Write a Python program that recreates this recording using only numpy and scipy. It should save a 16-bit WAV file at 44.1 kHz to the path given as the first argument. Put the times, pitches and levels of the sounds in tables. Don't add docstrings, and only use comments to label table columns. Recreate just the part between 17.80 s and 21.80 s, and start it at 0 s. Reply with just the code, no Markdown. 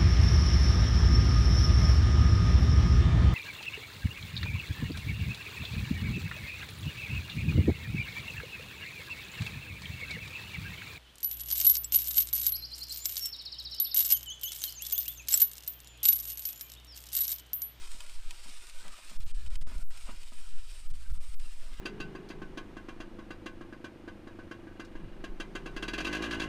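import sys
import numpy as np
from scipy import signal
from scipy.fft import rfft, irfft, next_fast_len
from scipy.io import wavfile
from scipy.ndimage import uniform_filter1d, map_coordinates

SR = 44100
rng = np.random.default_rng(int(sys.argv[2]) if len(sys.argv) > 2 else 0)


def dump(signal):
    limited = np.clip(np.atleast_2d(signal).T, -1, 1)
    pcm = np.round(limited * 32767).astype(np.int16)
    wavfile.write(sys.argv[1], SR, pcm)


N = 176400


def amp(db):
    return 10 ** (np.asarray(db) / 20)


def unit(x):
    return x / np.sqrt(np.mean(x ** 2) + 1e-20)


def clock():
    return np.arange(N) / SR


def curves(rows):
    times, *columns = np.transpose(rows)
    return [np.interp(clock(), times, column) for column in columns]


def wobble(rate):
    return map_coordinates(rng.standard_normal(2000), [clock() * rate], mode="mirror")


def filtered(x, response):
    size = next_fast_len(N + SR // 2)
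    return irfft(rfft(x, size) * response(np.fft.rfftfreq(size, 1 / SR)), size)[:N]


def coloured(x, eq):
    hz, db = np.transpose(eq)
    return unit(filtered(x, lambda f: amp(np.interp(np.log(f + 1), np.log(hz + 1), db))))


# (time [s], level [dB])
BUFFET_LEVELS = [(0, -35.5), (.35, -39), (.48, -34.5), (.62, -38.5), (1.25, -45), (1.4, -39.5),
                 (1.7, -31.5), (1.97, -25.5), (2.2, -35.5), (2.32, -29), (2.5, -40.5), (2.75, -29),
                 (2.95, -31), (3.3, -36.5), (3.5, -31.5), (3.75, -31), (4, -26.5)]
FLUTTER_LEVELS = [(0, -60), (1.3, -96), (1.4, -48), (1.7, -43), (1.97, -55), (2.08, -56.5), (2.95, -70),
                  (3.12, -38), (3.22, -52.5), (3.32, -39.5), (3.45, -52), (4, -73)]
# (frequency [Hz], gain [dB])
BUFFET_EQ = [(1.5, -1.5), (4, -.5), (8, -1.5), (16, -17), (30, -22.5), (60, -40), (120, -59), (250, -92),
             (600, -105)]
FLUTTER_EQ = [(12, -21), (30, 0.5), (60, -5), (110, -24.5), (200, -29.5), (500, -63)]
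MIC_LIMIT = 0.079


def wind():
    (buffet_db,), (flutter_db,) = curves(BUFFET_LEVELS), curves(FLUTTER_LEVELS)
    buffet = amp(buffet_db) * coloured(rng.standard_normal(N), BUFFET_EQ)
    flutter = amp(flutter_db) * coloured(rng.standard_normal(N), FLUTTER_EQ)
    return 1.67 * MIC_LIMIT * np.tanh((buffet + flutter) / (1.157 * MIC_LIMIT))


# (time [s], peak [dB], half-length [s])
EDDIES = [(0.46, -28.5, 0.023), (1.402, -43.5, 0.0031), (1.469, -43, 0.003), (1.571, -25.5, 0.015),
          (1.674, -39, 0.0039), (1.722, -28.5, 0.011), (1.768, -37, 0.0066), (1.815, -46, 0.0029),
          (1.824, -44.5, 0.0021), (1.872, -37.5, 0.0053), (1.966, -30, 0.0082), (1.993, -45.5, 0.0029),
          (3.118, -42.5, 0.003), (3.314, -26.5, 0.0089), (3.323, -38.5, 0.0032), (3.329, -36, 0.006),
          (3.376, -45, 0.0031), (3.492, -38.5, 0.0063), (3.597, -37.5, 0.0063)]


def thumps():
    out = np.zeros(N)
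    for sign, (time, db, half_length) in zip(rng.choice([-1, 1], len(EDDIES)), EDDIES):
        x = (clock() - time) / half_length
        out += sign * amp(db) * np.sqrt(2 * np.e) * x * np.exp(-x ** 2)
    return out


def sizzle(centre_hz, width_hz=640):
    noise = rng.standard_normal(N)
    return unit(filtered(noise, lambda f: 1 / (1 + ((f - centre_hz) / width_hz) ** 2) ** 0.43))


# (start [s], end [s], push direction [+/-1], ducking [dB], sizzle level [dB], sizzle pitch [Hz])
PINNING_GUSTS = [(1.374, 1.401, 1, 21, -63.5, 15300), (1.441, 1.4604, 1, 27, -61.5, 15000),
                 (1.52, 1.544, -1, 30.5, -104, 14600), (1.685, 1.7, -1, 35.5, -104, 14700),
                 (1.768, 1.811, 1, 30, -65.5, 15200), (1.832, 1.869, -1, 35, -101, 14200),
                 (2.033, 2.103, -1, 39, -66, 12800), (3.074, 3.1, 1, 10.5, -64, 14900),
                 (3.119, 3.136, -1, 30, -94, 14500), (3.29, 3.295, 1, 9, -61, 14900),
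                 (3.327, 3.334, 1, 20, -62, 14900), (3.385, 3.403, -1, 33, -98, 14500),
                 (3.551, 3.593, -1, 22, -65.5, 13200)]
PUSH_S, CHOKE_S, RECOVER_S = 0.024, 0.0049, 0.0013


def overload(sled, air):
    t = clock()
    for start, end, direction, duck_db, sizzle_db, sizzle_hz in PINNING_GUSTS:
        outside_s = np.maximum(np.maximum(start - t, t - end), 0)
        pinned = np.exp(-(outside_s / PUSH_S) ** 2 - outside_s / PUSH_S)
        choked = np.clip(1 - outside_s / np.where(t < start, CHOKE_S, RECOVER_S), 0, 1)
        air = air + pinned * (np.sign(direction) * MIC_LIMIT - air)
        duck = 1 - (1 - amp(-duck_db)) * choked
        sled = sled * duck + amp(sizzle_db) * choked * sizzle(sizzle_hz)
    return sled + air


def struck(modes, time, level_db, attack_cycles=0.54):
    out, t = np.zeros(N + SR), np.arange(SR // 4) / SR
    hz, db, t60 = np.transpose(modes)[:, :, None]
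    gain = amp(np.reshape(level_db, (-1, 1)) + db + rng.normal(0, 1, hz.shape))
    ring = gain * amp(-60 * t / t60) * np.sin(2 * np.pi * (hz * t + rng.random(hz.shape)))
    attack = 1 - np.exp(-t * hz / attack_cycles)
    out[round(time * SR):][:len(t)] = (ring * attack).sum(0)
    return out[:N]


# (time [s], level [dB], upper-mode gain [dB])
LOAD_KNOCKS = [(0.142, -53, -15), (.657, -52, -3.5), (1.051, -58.5, 11), (1.314, -51, -1.5),
               (1.87, -49, -4), (1.914, -47.5, -6), (1.949, -52.5, -5), (2.2885, -43.5, -1),
               (2.52, -51, -0.5), (3.657, -55, -4.5), (3.907, -51, -13)]
# (frequency [Hz], gain [dB], t60 [s])
SLED_MODES = [(190, -5, .09), (238, -0.5, 0.086), (286, -6.5, 0.016), (356, -12.5, 0.13), (630, 2, 0.027),
              (880, -14, 0.061), (979, -3, .07), (1244, -4, 0.078), (1315, -10, 0.029)]


def knocks(upper_hz=500):
    is_upper = np.transpose(SLED_MODES)[0] > upper_hz
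    return sum(struck(SLED_MODES, time, db + upper_db * is_upper) for time, db, upper_db in LOAD_KNOCKS)


# (frequency [Hz], bandwidth [Hz], boost [dB])
PAN_RESONANCES = [(357, 8.3, 7), (954, 58, 7.5), (1230, 60, 4), (1388, 34, 4), (2444, 104, 3.5),
                  (2800, 140, 2), (3110, 370, 2.5), (3810, 150, 3), (4950, 99, 1.5), (7740, 170, 2.5),
                  (8600, 390, 2.5)]


def steel(x):
    return filtered(x, lambda f: 1 + sum(
        (amp(db) - 1) * 1j * f * width / (hz * hz - f * f + 1j * f * width)
        for hz, width, db in PAN_RESONANCES))


def grit(per_s, share, spread_db=2.5):
    clicks = (rng.random(N) < per_s / SR) * rng.choice([-1, 1], N)
    sizes = amp(spread_db * np.minimum(rng.standard_normal(N), 2.5))
    return np.sqrt(share) * unit(clicks * sizes) + np.sqrt(1 - share) * rng.standard_normal(N)


# (time [s], thud level [dB], clatter level [dB], half-length [s])
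ROUGH_SPOTS = [(0.527, -67, -62, 0.0089), (0.686, -61.5, -68, 0.027), (1.069, -63.5, -58.5, 0.037),
               (1.189, -75, -61.5, 0.026), (1.338, -63, -64, 0.036), (1.914, -64, -58.5, 0.019),
               (1.988, -59, -65, 0.022), (2.291, -70.5, -52, 0.022), (2.323, -63.5, -63, 0.041),
               (3.73, -68, -71, 0.011), (3.855, -65, -77, 0.0063), (3.92, -61.5, -66, 0.026)]
# (frequency [Hz], gain [dB])
THUD_EQ = [(90, -57), (150, 5.5), (230, 4), (300, -2), (420, -15), (900, -44)]
CLATTER_EQ = [(200, -50), (450, -4), (650, 7), (1000, 3), (1350, 2.5), (1900, 0.5), (2500, 1.5),
              (3500, -9.5), (8000, -31)]


def judders():
    t = clock()
    swells = np.array([np.exp(-np.abs((t - time) / half) ** 2.3) for time, _, _, half in ROUGH_SPOTS])
    _, thud_db, clatter_db, _ = np.transpose(ROUGH_SPOTS)
    jolts = steel(grit(per_s=640, share=0.44))
    thud = amp(thud_db) @ swells * coloured(jolts, THUD_EQ)
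    clatter = amp(clatter_db) @ swells * coloured(jolts, CLATTER_EQ)
    return thud + clatter


# (time [s], crack level [dB], ping level [dB])
STONE_SNAPS = [(0.073, -49, -47), (.116, -46, -59), (0.2043, -43.5, -38), (0.264, -50, -54),
               (0.296, -50, -59), (0.508, -41.5, -40), (0.8692, -48, -64), (0.897, -47.5, -63),
               (0.9864, -51.5, -58), (1.08, -49, -65), (1.296, -47, -53), (1.304, -54, -60),
               (1.663, -56, -44.5), (1.7548, -44, -44.5), (1.98, -51, -58), (2.173, -49, -50),
               (2.432, -51, -50), (2.898, -52.5, -62), (3.598, -52, -63)]
# (frequency [Hz], gain [dB])
CRACK_EQ = [(500, -21), (1500, -6), (2500, 0), (3200, 2), (4100, -2.5), (5100, 0), (6200, -7), (8000, -1.5),
            (9200, -2), (10500, -13), (15000, -17)]
# (frequency [Hz], gain [dB], t60 [s])
PAN_PING_MODES = [(970, -15.5, 0.086), (2533, -7.5, 0.048), (3070, -6, .045), (7570, -8, 0.019),
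                  (8400, -13, 0.028)]


def snaps(hold_s=0.00099, t60_s=0.034):
    t = clock()
    envelope = sum((t >= time) * amp(db - 60 * np.maximum(t - time - hold_s, 0) / t60_s)
                   for time, db, _ in STONE_SNAPS)
    cracks = envelope * coloured(rng.standard_normal(N), CRACK_EQ)
    pings = sum(struck(PAN_PING_MODES, time, db) for time, _, db in STONE_SNAPS)
    return cracks + pings


def patchy(x, depth_db):
    spectrum = signal.stft(x, nperseg=1024)[2]
    patches = uniform_filter1d(rng.standard_normal(spectrum.shape), size=3, axis=0)
    patches = uniform_filter1d(patches, size=9, axis=1)
    return signal.istft(spectrum * amp(depth_db * unit(patches)), nperseg=1024)[1][:N]


# (time [s], hiss [dB], ring [dB], treble [dB])
SCRAPE_LEVELS = [(0, -51, -58, -56.5), (.1, -52.5, -63.5, -54), (.28, -52.5, -61.5, -55.5),
                 (.42, -56, -65.5, -60.5), (.68, -50.5, -65.5, -54.5), (.84, -53, -63.5, -56.5),
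                 (.95, -55, -65, -57.5), (1.1, -55, -60, -58), (1.3, -52, -60.5, -56),
                 (1.45, -55.5, -67, -58.5), (1.62, -57.5, -63, -63), (1.82, -55, -61, -58),
                 (1.9, -57, -56, -60), (2, -57, -61.5, -57), (2.17, -54.5, -63, -57.5),
                 (2.4, -55, -66, -58), (2.78, -58, -64.5, -60.5), (2.91, -56, -66, -58),
                 (3.32, -59.5, -66.5, -61), (3.48, -57, -65, -57.5), (3.72, -56.5, -66.5, -59.5),
                 (3.92, -57.5, -58.5, -63)]
# (frequency [Hz], gain [dB])
HISS_EQ = [(300, -15), (800, -9), (1500, -7), (2000, -4.5), (2450, -2), (3200, -3), (4200, -3),
           (5400, -2.5), (6100, -8.5), (7500, -9.5), (15000, -34.5)]
RING_EQ = [(150, -11.5), (230, -0.5), (420, -7.5), (640, -0.5), (790, -16), (1000, -7.5), (1300, -0.5),
           (1700, -1), (2300, -5.5), (5000, -26)]
TREBLE_EQ = [(4000, -27.5), (6200, -12.5), (6800, -6.5), (8400, -1.5), (9450, -4), (9950, -10),
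             (12000, -14.5), (14200, -14.5), (15400, -29)]
CHATTER_DB, CHATTER_PER_S = 1.5, 45


def scrape():
    def layer(level_db, eq, trim_db, patchy_db):
        grinding = steel(grit(per_s=2200, share=0.55))
        return amp(level_db + trim_db) * coloured(patchy(grinding, patchy_db), eq)

    hiss_db, ring_db, treble_db = curves(SCRAPE_LEVELS)
    hiss = layer(hiss_db, HISS_EQ, trim_db=-3, patchy_db=2)
    ring = layer(ring_db, RING_EQ, trim_db=-1.5, patchy_db=5)
    treble = layer(treble_db, TREBLE_EQ, trim_db=-4, patchy_db=3)
    return (hiss + ring + treble) * amp(CHATTER_DB * wobble(CHATTER_PER_S))


def scene():
    sled = scrape() + snaps() + judders() + knocks()
    return (overload(sled, wind()) + thumps())[None]


def record(dry):
    high_cut = signal.ellip(12, .1, 90, 15490, fs=SR, output="sos")
    return signal.sosfiltfilt(high_cut, dry, axis=-1)


dry = scene()
out = record(dry)
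dump(out)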